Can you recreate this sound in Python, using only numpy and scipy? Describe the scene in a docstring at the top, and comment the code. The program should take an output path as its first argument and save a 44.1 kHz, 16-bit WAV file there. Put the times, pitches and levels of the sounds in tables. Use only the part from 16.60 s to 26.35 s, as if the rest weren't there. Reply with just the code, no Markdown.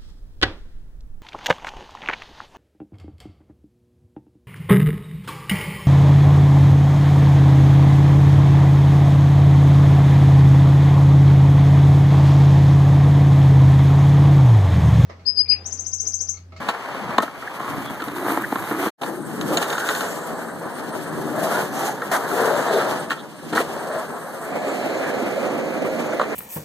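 """Three skateboard runs. First a concrete ditch: hard wheels roar over the grain, tick on pebbles, growl
and skid in the turns; the deck clacks on take-offs and landings. After a brief silence, from 2.4 s, an
empty swimming pool: the trucks clink on its edge and the wheels carve through more turns. From 7.8 s a
skate park: the coasting wheels drone, sinking in pitch, and the deck clacks again near the end.
A closely spaced stereo microphone picks it all up."""
import sys
import numpy as np
from scipy import signal
from scipy.fft import rfft, irfft, next_fast_len
from scipy.io import wavfile
from scipy.ndimage import uniform_filter1d

SR = 44100
rng = np.random.default_rng(int(sys.argv[2]) if len(sys.argv) > 2 else 0)


def generate_wav(sig):
    """Save sig (samples, or channels by samples) to the path in sys.argv[1] as 16-bit PCM at SR."""
    pcm = np.round(np.clip(np.atleast_2d(sig).T, -1, 1) * 32767).astype(np.int16)
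    wavfile.write(sys.argv[1], SR, pcm)


N = 429975
TIME_S = np.arange(N) / SR
DITCH_SPAN_S, POOL_SPAN_S, PARK_SPAN_S = (0, 2.303), (2.378, 7.96), (7.83, 9.76)

# Rolling level, set by speed, load and nearness. Each row: time in seconds, level in dB.
DITCH_ROLL = [(0, -34), (.4, -35), (.55, -32), (.7, -42), (1.1, -33.5), (1.4, -39), (1.53, -39), (1.7, -29),
              (1.86, -37.5), (2.03, -34.5), (2.28, -29.5)]
POOL_ROLL = [(2.44, -33.5), (2.6, -41.5), (2.8, -36.5), (2.94, -29.5), (3.22, -34.5), (3.37, -30.5),
             (3.6, -35), (3.95, -38), (4.68, -35), (4.96, -26.5), (5.1, -35), (5.28, -27.5), (5.37, -37.5),
             (5.8, -26.5), (6.04, -27.5), (6.15, -26.5), (6.32, -27.5), (6.48, -38.5), (6.75, -47.5),
             (7.05, -37), (7.38, -31), (7.52, -38), (7.85, -37)]
PARK_ROLL = [(7.88, -33.5), (8.1, -30), (8.5, -30), (9.1, -32), (9.55, -32), (9.75, -34)]
# Treble. Each row: time in seconds, grit hiss gain in dB, finest hiss gain in dB.
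TREBLE = [(0, 1.5, -10.5), (.6, 0, -9.5), (1.25, 0.5, -0.5), (1.7, -0.5, 5), (2.7, 1.5, 2.5), (3.3, 6, -1),
          (3.95, -4, 2), (4.2, 2.5, -3), (4.7, -1, 1.5), (5.12, 3.5, 1), (5.27, 2.5, 1.5),
          (5.37, 0.5, -0.5), (5.7, -2.5, 3), (6.15, -1, -6), (6.9, 11, -5), (7.25, -2, -3.5),
          (7.7, -1.5, 5), (8.4, -2.5, 2), (9.75, 1, 3)]
# Steel and alloy trucks. Each row: frequency in Hz, gain in dB, t60 in seconds.
TRUCK_MODES = [(3350, -24, 0.015), (3650, 7, 0.033), (4010, 9, 0.01), (6690, 10.5, 0.023)]
# Hard contact of urethane, steel and concrete. Each row: frequency in Hz, gain in dB.
CRACK_TONE = [(1200, -32), (2600, 10), (3200, 5.5), (3650, -4.5), (4300, 2), (5000, -9.5), (6700, -9.5),
              (8500, -6.5), (10000, -19), (14000, -12.5)]


def from_db(db):
    """Decibels to gain."""
    return np.exp(np.asarray(db) * (np.log(10) / 20))


def rms_one(x):
    """Scale to unit power."""
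    return x / np.sqrt(np.mean(x ** 2) + 1e-20)


def peak_one(x):
    """Scale the loudest 3 ms to unit power."""
    return x / np.sqrt(uniform_filter1d(x ** 2, size=132).max() + 1e-20)


def evened(x):
    """Level out over 50 ms, keeping faster roughness."""
    return x / np.sqrt(uniform_filter1d(x ** 2, size=2205) + 1e-9)


def curve(rows, t, column=1):
    """Read a (seconds, value, ..) table at times t."""
    columns = np.transpose(rows)
    return np.interp(t, columns[0], columns[column])


def gain_at(points, hz):
    """Read a (Hz, dB) table as gain on a log-frequency axis."""
    table_hz, db = np.transpose(points)
    return from_db(np.interp(np.log(hz + 1), np.log(table_hz), db))


def coloured(x, points):
    """Filter by a (Hz, dB) table; unit power."""
    size = x.shape[-1]
    return rms_one(irfft(rfft(x) * gain_at(points, np.fft.rfftfreq(size, 1 / SR)), size))


def band(x, low_hz, high_hz):
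    """Butterworth band-pass."""
    return signal.sosfilt(signal.butter(2, [low_hz, high_hz], "band", fs=SR, output="sos"), x)


def drift(rate_hz, size):
    """Smooth random curve, spread near 1."""
    knots = rng.standard_normal(4000)
    return np.interp(np.arange(size) / SR * rate_hz, np.arange(len(knots)), knots)


def ring(x, hz, t60_s):
    """One damped mode; a unit click rings at height 1."""
    r, w = from_db(-60 / (t60_s * SR)), 2 * np.pi * hz / SR
    return signal.lfilter([.5, 0, -.5], [1, -2 * r * np.cos(w), r * r], x + 1e-18)


def resonance(hz, width_hz, size):
    """Noise shakes one narrow mode; unit power."""
    t60_s = np.log(1000) / (np.pi * width_hz)
    return rms_one(band(ring(rng.standard_normal(size), hz, t60_s), hz / 1.165, hz * 1.21))


def add(out, start_s, x):
    """Mix x into out."""
    at = max(round(start_s * SR), 0)
    out[..., at:at + x.shape[-1]] += x[..., :N - at]


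def part_levels(roll, rumble, parts, t):
    """Rumble, roar, rattle and hiss in dB; the last three follow the rolling level."""
    roll_db = curve(roll, t)
    mean_db = roll_db.mean()
    roar, rattle, hiss = [mean_db + db + swing * (roll_db - mean_db) for db, swing in parts]
    return curve(rumble, t), roar, rattle, hiss + curve(TREBLE, t)


def rolling(roll, rumble, parts, tone, width, span_s, fades_s,
            pebbles_per_s, pebble_db, pebble_s, judder_db, flicker_db):
    """Wheels on concrete: fine grain plus a burst per pebble. Returns front and side."""
    # Crossovers between rumble, roar, rattle and hiss, in Hz.
    splits_hz = [380, 1050, 2600]
    start_s, end_s = span_s
    size = next_fast_len(int((end_s - start_s) * SR), real=True)
    t, hz = start_s + np.arange(size) / SR, np.fft.rfftfreq(size, 1 / SR)
    sizes_db = 3.5 * np.minimum(rng.exponential(1, size), 3)
    pebbles = (rng.random(size) < pebbles_per_s / SR) * from_db(pebble_db + sizes_db)
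    # The wheel climbs each pebble and rolls off.
    r = np.exp(-1 / (pebble_s * SR))
    bursts = signal.lfilter([np.e * (1 - r)], [1, -2 * r, r * r], pebbles ** 2 + 1e-18)
    load = from_db(judder_db * drift(70, size))
    contact = rms_one(np.sqrt(1 + bursts) * load)
    grain = rfft(contact * rng.standard_normal((2, size))) * gain_at(tone, hz) * hz / np.hypot(hz, 45)
    grain[1] *= gain_at(width, hz)
    lowpasses = [0] + [1 / (1 + (hz / split) ** 10) for split in splits_hz] + [1]
    wheels = 0
    for k, level_db in enumerate(part_levels(roll, rumble, parts, t)):
        part = irfft(grain * (lowpasses[k + 1] - lowpasses[k]), size)
        wheels += part / part[0].std() * from_db(level_db + flicker_db * drift(50, size))
    fade = np.clip((t - start_s) / fades_s[0], 0, 1) * np.clip((end_s - t) / fades_s[1], 0, 1)
    out = np.zeros((2, N))
    add(out, start_s, wheels * fade)
    return out


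def ditch_run():
    """Wheels roll through the ditch, ticking sharply on pebbles."""
    # Deck rumble. Each row: time in seconds, level in dB.
    rumble = [(0, -34.5), (.15, -50), (.52, -36.5), (.7, -46.5), (.92, -46.5), (1.17, -32.5), (1.4, -43),
              (1.7, -38), (2.28, -38)]
    # Wheel roar, truck rattle, grit hiss. Each row: dB re rolling, share of its swing.
    parts = [(-0.5, 0.94), (-4.5, 1), (-7, 0.78)]
    # Wheel spectrum. Each row: frequency in Hz, gain in dB.
    tone = [(50, -29), (100, -8.5), (160, -5), (260, -1.5), (400, -5.5), (520, -7), (700, -5), (950, -3.5),
            (1300, -1.5), (1750, -5.5), (2300, -8.5), (3800, -25.5), (7000, -28.5), (13000, -24.5)]
    # Sound from the sides. Each row: frequency in Hz, dB re front.
    width = [(60, 15), (150, -6), (300, -11.5), (550, -11), (900, -16), (2000, -1), (4000, -0.5),
             (10000, -2.5)]
    return rolling(DITCH_ROLL, rumble, parts, tone, width, DITCH_SPAN_S, fades_s=(.003, .03),
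                   pebbles_per_s=45, pebble_db=-3.5, pebble_s=.00054, judder_db=1.0, flicker_db=1.64)


def bank_reflection(x, lag_s, gain, wander):
    """A reflection hollows out the roar; its path changes as the skater moves."""
    delay_s = lag_s * np.exp(wander * drift(1.2, N))
    echo = np.array([np.interp(TIME_S - delay_s, TIME_S, channel) for channel in x])
    return (x + gain * echo) / np.sqrt(1 + gain ** 2)


def glinting(x, above_hz, flicker_db):
    """The finest hiss comes and goes as the wheels turn toward the listener."""
    top = signal.sosfiltfilt(signal.butter(2, above_hz, "high", fs=SR, output="sos"), x)
    top_db = curve(TREBLE, TIME_S, column=2) + flicker_db * drift(60, N)
    return x + top * (from_db(top_db) - 1)


def singing():
    """Rolling keeps deck and trucks ringing faintly."""
    # Each row: frequency in Hz, width in Hz, dB re rolling.
    modes = [(1707, 28, -18), (4250, 960, -22.5)]
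    roll_db = curve(DITCH_ROLL + POOL_ROLL + PARK_ROLL, TIME_S)
    return sum(from_db(roll_db + db) * resonance(hz, width_hz, N) for hz, width_hz, db in modes)


def breeze(level_db, low_hz, high_hz):
    """Light air on the microphone ports, swelling slowly."""
    return from_db(level_db + 1.5 * drift(2, N)) * rms_one(band(rng.standard_normal(N), low_hz, high_hz))


def struck(force, modes, centre_hz, falloff_db_per_oct, band_hz):
    """A force rings modes; where it lands weights them by their distance from centre_hz."""
    detunes = 1 + .012 * rng.standard_normal(len(modes))
    out = 0
    for k, ((hz, db, t60_s), detune) in enumerate(zip(modes, detunes)):
        gain = from_db(db - falloff_db_per_oct * abs(np.log2(hz / centre_hz)))
        out += (-1) ** k * gain * ring(force, hz * detune, t60_s)
    return peak_one(band(out, *band_hz))


def blow(knock_db, thud_db, crack_db, ring_hz, chatter_s, steel_hz=3800, steel_re_crack_db=-5):
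    """An impact, then dying chatter of loose trucks; both ring the board. Returns front and side."""
    # Maple deck on its trucks. Each row: frequency in Hz, gain in dB, t60 in seconds.
    deck_modes = [(490, -3, 0.036), (600, 11, 0.018), (700, 7, 0.026), (850, 5, 0.021), (1040, 3.5, 0.022),
                  (1155, 2.5, 0.016), (1350, 2, 0.028), (1500, 10.5, 0.0074), (1800, 5, 0.021),
                  (2000, -2, 0.01), (471, -14, 0.076), (1099, -11, 0.088), (1300, -12.5, 0.16),
                  (1864, -3.5, 0.1)]
    # Thud of the rider's weight. Each row: frequency in Hz, gain in dB, t60 in seconds.
    thud_modes = [(186, 1, 0.037), (258, 17, 0.011), (344, 7.5, 0.033), (451, -6, 0.079)]
    t = np.arange(4096) / SR
    rattle = rng.standard_normal((2, len(t))) * np.exp(-t / chatter_s)
    rattle *= 1 - np.exp(-t / .0019)   # wheels compress before they bite
    force = (t == 0) + .091 * rattle[0]
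    knock = from_db(knock_db) * struck(force, deck_modes, ring_hz, 16, band_hz=(354, 2980))
    thud = from_db(thud_db) * struck(force, thud_modes, 323, .5, band_hz=(170, 600))
    side = from_db(knock_db - 20) * struck(rattle[1], deck_modes, ring_hz, -3, band_hz=(500, 3200))
    padded = np.pad(rattle, ((0, 0), (0, len(t))))
    crack = from_db(crack_db) * peak_one(coloured(padded, CRACK_TONE)[:, :len(t)])
    steel = struck(force, TRUCK_MODES, steel_hz, 14, band_hz=(2800, 8100))
    steel *= from_db(crack_db + steel_re_crack_db)
    return np.array([knock + thud + steel, side]) + crack


def clacks():
    """The wooden deck clacks on pops, landings and rough patches."""
    # Each row: start in seconds, knock in dB, favoured ring in Hz, contact hardness in dB,
    # chatter decay in seconds, thud in dB re knock.
    hits = [(0.086, -17.5, 1010, 13, 0.0099, -10), (0.5818, -7, 960, 7.5, 0.0027, -8),
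            (0.602, -24, 1250, 8, 0.0022, -4), (0.622, -24, 1250, -4, 0.0045, -9),
            (0.631, -20.5, 600, 7, 0.004, -7), (0.661, -35, 1330, -8, .002, -19),
            (0.679, -27.5, 1330, -1, .003, -9), (0.823, -31, 1330, -6, 0.0092, -6),
            (1.001, -25.5, 990, -6, 0.0038, -7), (1.4, -32, 1500, 12, 0.0093, -2),
            (1.42, -28.5, 1180, 13, 0.0038, 1.5), (1.475, -30, 900, -4, 0.0049, 5),
            (1.482, -29.5, 1350, 12, 0.0034, -5), (1.563, -28, 980, 5, 0.0063, -5),
            (1.627, -26, 657, -4, 0.0018, -11), (1.648, -29, 1040, -2, .002, -8),
            (1.663, -21, 850, -4, 0.0032, -6), (1.68, -19.5, 700, 0, .002, -9),
            (1.704, -23, 1300, 2, .003, -1), (1.719, -27, 1090, -4, .002, 1),
            (1.772, -15, 980, -11, 0.002, -6), (1.9235, -16, 845, -8, 0.0018, -2.5),
            (1.956, -20, 1100, 4, 0.0044, -3), (2.111, -23.5, 1230, -4, .003, 3),
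            (2.26, -22, 860, 3, 0.0038, -3), (2.417, -31, 740, 16, .003, -9),
            (2.433, -23, 820, 11.5, 0.0066, -6), (3.311, -25, 1490, -1, 0.0044, -14),
            (5.42, -23.5, 1500, 1, 0.0017, -18), (6.505, -20, 1800, 11, 0.0043, -9),
            (6.515, -20, 1350, 10, 0.0067, -12), (6.9255, -25.5, 790, 10, 0.015, 5.5),
            (6.931, -26, 1700, 7, .005, -8), (6.958, -20.5, 1100, 5, 0.0043, 0),
            (6.971, -21, 1600, -2, .002, -8), (6.9771, -13, 1400, -7, 0.0027, -10),
            (6.989, -22, 1100, -4, 0.0029, 1), (7.004, -24, 600, -12, 0.012, -3),
            (9.523, -30.5, 1700, 3, 0.013, -8), (9.596, -19, 1110, 2, 0.0068, -6),
            (9.613, -21, 1120, 5, 0.0082, -12), (9.634, -28, 1180, 3, 0.009, -13)]
    out = np.zeros((2, N))
    for start_s, db, ring_hz, hardness_db, chatter_s, thud_db in hits:
        add(out, start_s, blow(db, db + thud_db, db - 21.5 + hardness_db, ring_hz, chatter_s))
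    return out


def wall_echoes(x, t60_s, wet_db, cutoff_hz):
    """Scattered, dull reflections from the concrete banks."""
    t = np.arange(SR // 2) / SR
    echoes = rng.standard_normal((2, len(t))) * (rng.random((2, len(t))) < .02)
    echoes *= (t > .008) * from_db(-60 * t / t60_s)
    echoes = signal.sosfilt(signal.butter(1, cutoff_hz, fs=SR, output="sos"), echoes)
    echoes /= np.sqrt(np.sum(echoes ** 2, axis=1, keepdims=True))
    return from_db(wet_db) * signal.fftconvolve(x[None], echoes, axes=1)[:, :N]


def hollow_knocks(rise_cycles):
    """A soft push starts a tone that dies within a few cycles."""
    # Each row: start in seconds, pitch in Hz, envelope peak in dB.
    knocks = [(0.412, 203, -33), (0.445, 180, -31), (0.49, 230, -32), (6.927, 422, -26),
              (7.003, 486, -12.5), (8.777, 530, -17), (9.287, 580, -17.5), (9.597, 580, -13.5),
              (9.597, 1180, -14.5), (9.612, 570, -14.5), (9.615, 1140, -17.5)]
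    out, t = np.zeros(N), np.arange(4096) / SR
    for start_s, hz, peak_db in knocks:
        age = t * hz / rise_cycles
        add(out, start_s, from_db(peak_db) * age * np.exp(1 - age) * np.sin(2 * np.pi * hz * t))
    return out


def skids(stutter_db, side_db):
    """Urethane grips and slips sideways in a short, rough bark."""
    # Each row: start in seconds, hold in seconds, scrape in dB, hiss in dB.
    slides = [(0.621, 0.0084, -28.5, -48), (2.213, 0.1, -34, -45.5), (3.018, 0.014, -30, -34),
              (5.515, 0.05, -20.5, -55), (6.5, 0.03, -41, -37.5), (6.95, 0.064, -26, -38.5)]
    # Scrape spectrum. Each row: frequency in Hz, gain in dB.
    scrape_tone = [(100, -21), (300, -20), (700, 6), (1400, 0.5), (2000, -3.5), (3000, -15), (8000, -17)]
    out, t = np.zeros((2, N)), np.arange(8192) / SR
    for start_s, hold_s, scrape_db, hiss_db in slides:
        envelope = np.minimum(t / .0006, 1) * np.exp(-np.maximum(t - hold_s, 0) / .015)
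        slips = rng.standard_normal((2, len(t))) * from_db(stutter_db * drift(402, len(t)))
        scrape = from_db(scrape_db) * coloured(slips, scrape_tone) * from_db([[0], [side_db]])
        hiss = from_db(hiss_db) * coloured(slips, CRACK_TONE)
        add(out, start_s, envelope * (scrape + hiss))
    return out


def squeaks_and_whirrs():
    """Short wheel squeaks and swishes, and the high whirr of spinning wheels."""
    # Each row: centre in seconds, length in seconds, pitch in Hz, width in Hz, level in dB.
    sounds = [(0.879, 0.022, 1620, 220, -30), (1.275, 0.12, 3350, 100, -44),
              (1.843, 0.035, 1670, 320, -26.5), (2.248, .1, 3260, 300, -43), (6.151, 0.27, 3670, 910, -40),
              (6.595, 0.071, 3500, 900, -46), (6.76, .34, 4160, 900, -63), (6.96, 0.022, 4060, 600, -38),
              (8.3, 0.9, 4100, 300, -53), (8.466, .18, 1680, 101, -33)]
    out = np.zeros(N)
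    for centre_s, length_s, hz, width_hz, db in sounds:
        swell = np.hanning(int(length_s * SR))
        add(out, centre_s - length_s / 2, from_db(db) * swell * resonance(hz, width_hz, len(swell)))
    return out


def grit_ticks(spread_db, wood_hz, steel_hz):
    """Uneven grains of coarse concrete tick in deck and trucks."""
    # Each row: start and end in seconds, grains per second, deck and truck ticks in dB re rolling.
    patches = [(0.901, 2.298, 170, -5, -21), (2.978, 3.464, 300, -6.5, -13), (4.7, 6.4, 180, -11, -26)]
    out = np.zeros(N)
    for start_s, end_s, grains_per_s, wood_db, steel_db in patches:
        t = np.arange(start_s, end_s, 1 / SR)
        sizes = from_db(spread_db * np.minimum(rng.exponential(1, len(t)), 3))
        grains = sizes * rng.choice([-1, 1], len(t)) * (rng.random(len(t)) < grains_per_s / SR)
        wood = band(band(grains, *wood_hz), *wood_hz)
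        steel = struck(grains, TRUCK_MODES, steel_hz, 4.5, band_hz=(2800, 8100))
        ticks = from_db(wood_db) * rms_one(wood) + from_db(steel_db) * rms_one(steel)
        envelope = from_db(curve(DITCH_ROLL + POOL_ROLL, t)) * signal.windows.tukey(len(t)) ** .5
        add(out, start_s, ticks * envelope)
    return out


def growls():
    """Each turn loads the wheels: their resonance swells, glides and dies away."""
    # Each row: centre in seconds, length in seconds, pitch in Hz, width in Hz, level in dB,
    # glide in octaves per second.
    turns = [(1.08, 0.32, 1086, 80, -36.5, 0), (1.692, 0.57, 312, 130, -28, 0),
             (2.21, .3, 330, 160, -26.5, 0), (2.558, 0.47, 335, 40, -34, 0.11),
             (2.77, .1, 204, 60, -31, -0.42), (2.93, .2, 318, 90, -26, 0.042),
             (2.936, 0.14, 490, 80, -28.5, 1.5), (3.269, 0.54, 1500, 95, -31, 0.019),
             (4.835, 0.27, 642, 62, -25, 1.3), (4.97, 0.18, 1450, 95, -31, 0.45),
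             (5.229, 0.36, 782, 68.5, -29.5, .6), (5.84, 0.33, 444, 55, -22.5, -.7),
             (5.848, 0.26, 1460, 94.8, -31.5, -.3), (5.952, 0.24, 600, 60, -23.5, 0.395),
             (6.155, .17, 428, 55, -19.5, -0.42), (6.147, 0.32, 650, 62, -24, -0.5),
             (7.03, 0.088, 470, 55, -29.5, 0), (7.3, 0.33, 463, 55, -37, 0.27),
             (7.36, 0.27, 610, 62, -28.5, -0.5), (9.71, 0.2, 438, 25, -35, 0)]
    out = np.zeros(N)
    for centre_s, length_s, hz, width_hz, db, glide_oct_per_s in turns:
        swell = np.hanning(int(length_s * SR))
        pitch_ratio = 2 ** (glide_oct_per_s * (np.arange(len(swell)) / SR - length_s / 2))
        steady = evened(resonance(hz, width_hz, 2 * len(swell)))
        gliding = np.interp(np.cumsum(pitch_ratio), np.arange(len(steady)), steady)
        add(out, centre_s - length_s / 2, from_db(db) * swell * rms_one(gliding))
    return out


def thumps():
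    """Loaded wheels thump over joints in the concrete."""
    # Each row: start in seconds, thud in dB.
    joints = [(2.11, -22.5), (2.266, -19.5), (8.621, -22), (8.9, -26)]
    out = np.zeros((2, N))
    for start_s, db in joints:
        add(out, start_s, blow(db - 17, thud_db=db, crack_db=db - 33, ring_hz=810, chatter_s=.0074))
    return out


def pool_run():
    """Wheels roll through the empty pool, with softer pebble ticks."""
    # Deck rumble. Each row: time in seconds, level in dB.
    rumble = [(2.45, -37.5), (2.93, -28), (3.06, -38), (3.45, -36.5), (4.0, -39), (4.35, -35.5),
              (4.55, -29.5), (4.97, -32), (5.5, -38.5), (5.75, -33), (6.35, -34.5), (6.7, -44.5),
              (6.92, -37), (7.7, -41.5)]
    # Wheel roar, truck rattle, grit hiss. Each row: dB re rolling, share of its swing.
    parts = [(1.5, 1.01), (-5.5, 1.05), (-9, 1.25)]
    # Wheel spectrum. Each row: frequency in Hz, gain in dB.
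    tone = [(50, -37), (100, -15.5), (160, -3), (260, -1.5), (400, 0), (520, 1), (700, 0.6), (950, -2),
            (1300, -0.5), (1750, -3), (2300, -18.5), (3800, -32), (7000, -32.5), (13000, -32)]
    # Sound from the sides. Each row: frequency in Hz, dB re front.
    width = [(60, 16), (150, -5.5), (300, -7.5), (550, -8), (900, -10), (2000, 0), (4000, 1), (10000, -2.5)]
    return rolling(POOL_ROLL, rumble, parts, tone, width, POOL_SPAN_S, fades_s=(.008, .08),
                   pebbles_per_s=53, pebble_db=-9, pebble_s=.00056, judder_db=1.06, flicker_db=2)


def sheen(half_width_hz, flicker_db):
    """A bright band of wheel hiss shifts as the board carves, from the pool on."""
    # Each row: time in seconds, centre in Hz, level in dB.
    track = [(2.4, 9200, -63), (2.6, 8800, -49.5), (2.9, 7640, -55), (3.4, 7140, -47), (3.9, 8440, -54),
             (4.2, 9130, -54.5), (4.6, 8400, -57), (5.05, 5960, -58), (5.27, 6530, -40.5), (5.4, 6570, -62),
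             (5.9, 7240, -51), (6.4, 8700, -51), (6.65, 8800, -63), (7.3, 8280, -50.5), (7.7, 8780, -55),
             (8.0, 7540, -51.5), (8.6, 6670, -57), (9.75, 6400, -57)]
    lowpass = signal.butter(2, half_width_hz, fs=SR, output="sos")
    grain = signal.sosfilt(lowpass, rng.standard_normal((2, N)))
    phase = 2 * np.pi * np.cumsum(curve(track, TIME_S)) / SR
    hiss = rms_one(grain[0] * np.cos(phase) + grain[1] * np.sin(phase))
    level_db = curve(track, TIME_S, column=2) + flicker_db * drift(45, N)
    return hiss * from_db(level_db) * (TIME_S > POOL_SPAN_S[0])


def clinks():
    """Steel trucks strike the pool's edge."""
    # Each row: start in seconds, base level in dB, deck knock in dB.
    hits = [(2.811, -29.5, -30), (2.971, -17, -26), (2.98, -23, -28), (3.026, -26, -22), (3.101, -29, -31),
            (3.127, -30.5, -20.5), (3.18, -30.5, -23), (3.2, -33, -28), (3.288, -23, -18.5),
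            (3.294, -29, -25), (3.349, -29.5, -30), (3.407, -32, -24.5)]
    out = np.zeros((2, N))
    for start_s, db, knock_db in hits:
        add(out, start_s, blow(knock_db, thud_db=db - 15, crack_db=db - 2, ring_hz=1370,
                               chatter_s=.0029, steel_hz=4960, steel_re_crack_db=-1))
    return out


def park_run():
    """Wheels coast across the park with a steadier, duller roar."""
    # Deck rumble. Each row: time in seconds, level in dB.
    rumble = [(7.9, -35), (9.3, -30.5), (9.75, -36.5)]
    # Wheel roar, truck rattle, grit hiss. Each row: dB re rolling, share of its swing.
    parts = [(1.5, 0.96), (-6.5, 0.72), (-14, 2.4)]
    # Wheel spectrum. Each row: frequency in Hz, gain in dB.
    tone = [(50, -34), (100, -14), (160, -4.5), (260, 4), (400, 2.5), (520, 2.5), (700, 2.5), (950, -6.5),
            (1300, -7.5), (1750, -12), (2300, -11.5), (3800, -22), (7000, -27), (13000, -31)]
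    # Sound from the sides. Each row: frequency in Hz, dB re front.
    width = [(60, -7), (150, -4), (300, -8.5), (550, -2), (900, -11.5), (2000, 2), (4000, 1), (10000, -1.5)]
    return rolling(PARK_ROLL, rumble, parts, tone, width, PARK_SPAN_S, fades_s=(.08, .005),
                   pebbles_per_s=39, pebble_db=-7, pebble_s=.0052, judder_db=.5, flicker_db=-1)


def drone(sag_per_s, roughness_hz, fade_s):
    """Rough tones of coasting wheels sink with their speed; a hollow note joins before the ramp."""
    # Each row: starting pitch in Hz, dB re rolling.
    tones = [(600, -4.5), (720, -5.5)]
    # Hollow note. Each row: time in seconds, dB re rolling.
    hollow = [(8.2, -13), (8.75, -1.5), (9.3, -1), (9.55, -4), (9.7, -19)]
    since_s = np.maximum(TIME_S - PARK_SPAN_S[0], 0)
    speed = np.exp(-sag_per_s * since_s)
    out = np.zeros(N)
    for hz, db in tones:
        grain = drift(roughness_hz, N) + 1j * drift(roughness_hz, N)
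        phase = 2 * np.pi * hz * np.cumsum(speed) / SR
        out += from_db(db) * evened(np.real(grain * np.exp(1j * phase)))
    out += from_db(curve(hollow, TIME_S)) * evened(resonance(hz=516, width_hz=18, size=N))
    return out * from_db(curve(PARK_ROLL, TIME_S)) * np.minimum(since_s / fade_s, 1)


def scene():
    """Three runs, panned with the board; brief silence after the first."""
    # Board position. Each row: time in seconds, left minus right in dB.
    bearing = [(0, 4.5), (2.2, -1), (2.5, 4.5), (3.0, 1), (4.7, 4), (5.3, 0), (5.9, 5.5), (6.3, 1.5),
               (7.7, 2), (8.15, -3.5), (9.75, -3.5)]
    wheels = ditch_run() + pool_run() + park_run()
    wheels = bank_reflection(wheels, lag_s=.014, gain=.32, wander=.12)
    wheels = glinting(wheels, above_hz=7100, flicker_db=-1.5)
    contacts = clacks() + clinks() + thumps() + skids(stutter_db=.5, side_db=-4.5)
    front, side = wheels + contacts + wall_echoes(contacts[0], t60_s=.29, wet_db=-26, cutoff_hz=4070)
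    front += hollow_knocks(rise_cycles=1.2)
    front += grit_ticks(spread_db=6, wood_hz=(537, 2000), steel_hz=3600)
    front += growls() + squeaks_and_whirrs() + singing()
    front += sheen(half_width_hz=740, flicker_db=4)
    front += drone(sag_per_s=.09, roughness_hz=100, fade_s=.078)
    side += breeze(level_db=-55.5, low_hz=60, high_hz=180)
    pan_db = curve(bearing, TIME_S)
    pause = np.interp(TIME_S, [2.28, 2.305, 2.375, 2.412, 2.417], [1, 0, 0, .08, 1])
    return pause * np.array([front * from_db(pan_db / 2) + side, front * from_db(-pan_db / 2) - side])


def record(dry):
    """The microphone widens by subtracting delayed crossfeed, rounds peaks and cuts the top."""
    # Each row: frequency in Hz, share taken from the other channel (capped below).
    crossfeed = [(500, 0.02), (1200, 0.58), (2600, 1), (5200, 0.45), (8000, 0.13), (10500, 0.5),
                 (14000, 0.88)]
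    delay_s, ceiling, cutoff_hz = .000384, .95, 13980
    size = next_fast_len(N + 4096, real=True)
    hz = np.fft.rfftfreq(size, 1 / SR)
    share = np.clip(np.interp(hz, *np.transpose(crossfeed)), 0, .97)
    spectrum = rfft(dry, size)
    opposite = np.exp(-2j * np.pi * hz * delay_s) * spectrum[::-1]
    wide = irfft((spectrum - share * opposite) / np.sqrt(1 + share ** 2), size)
    rounded = wide / (1 + (wide / ceiling) ** 6) ** (1 / 6)
    lowpass = 1 / np.sqrt(1 + (hz / cutoff_hz) ** 400)
    return irfft(rfft(rounded) * lowpass, size)[:, :N]


dry = scene()
out = record(dry)
generate_wav(out)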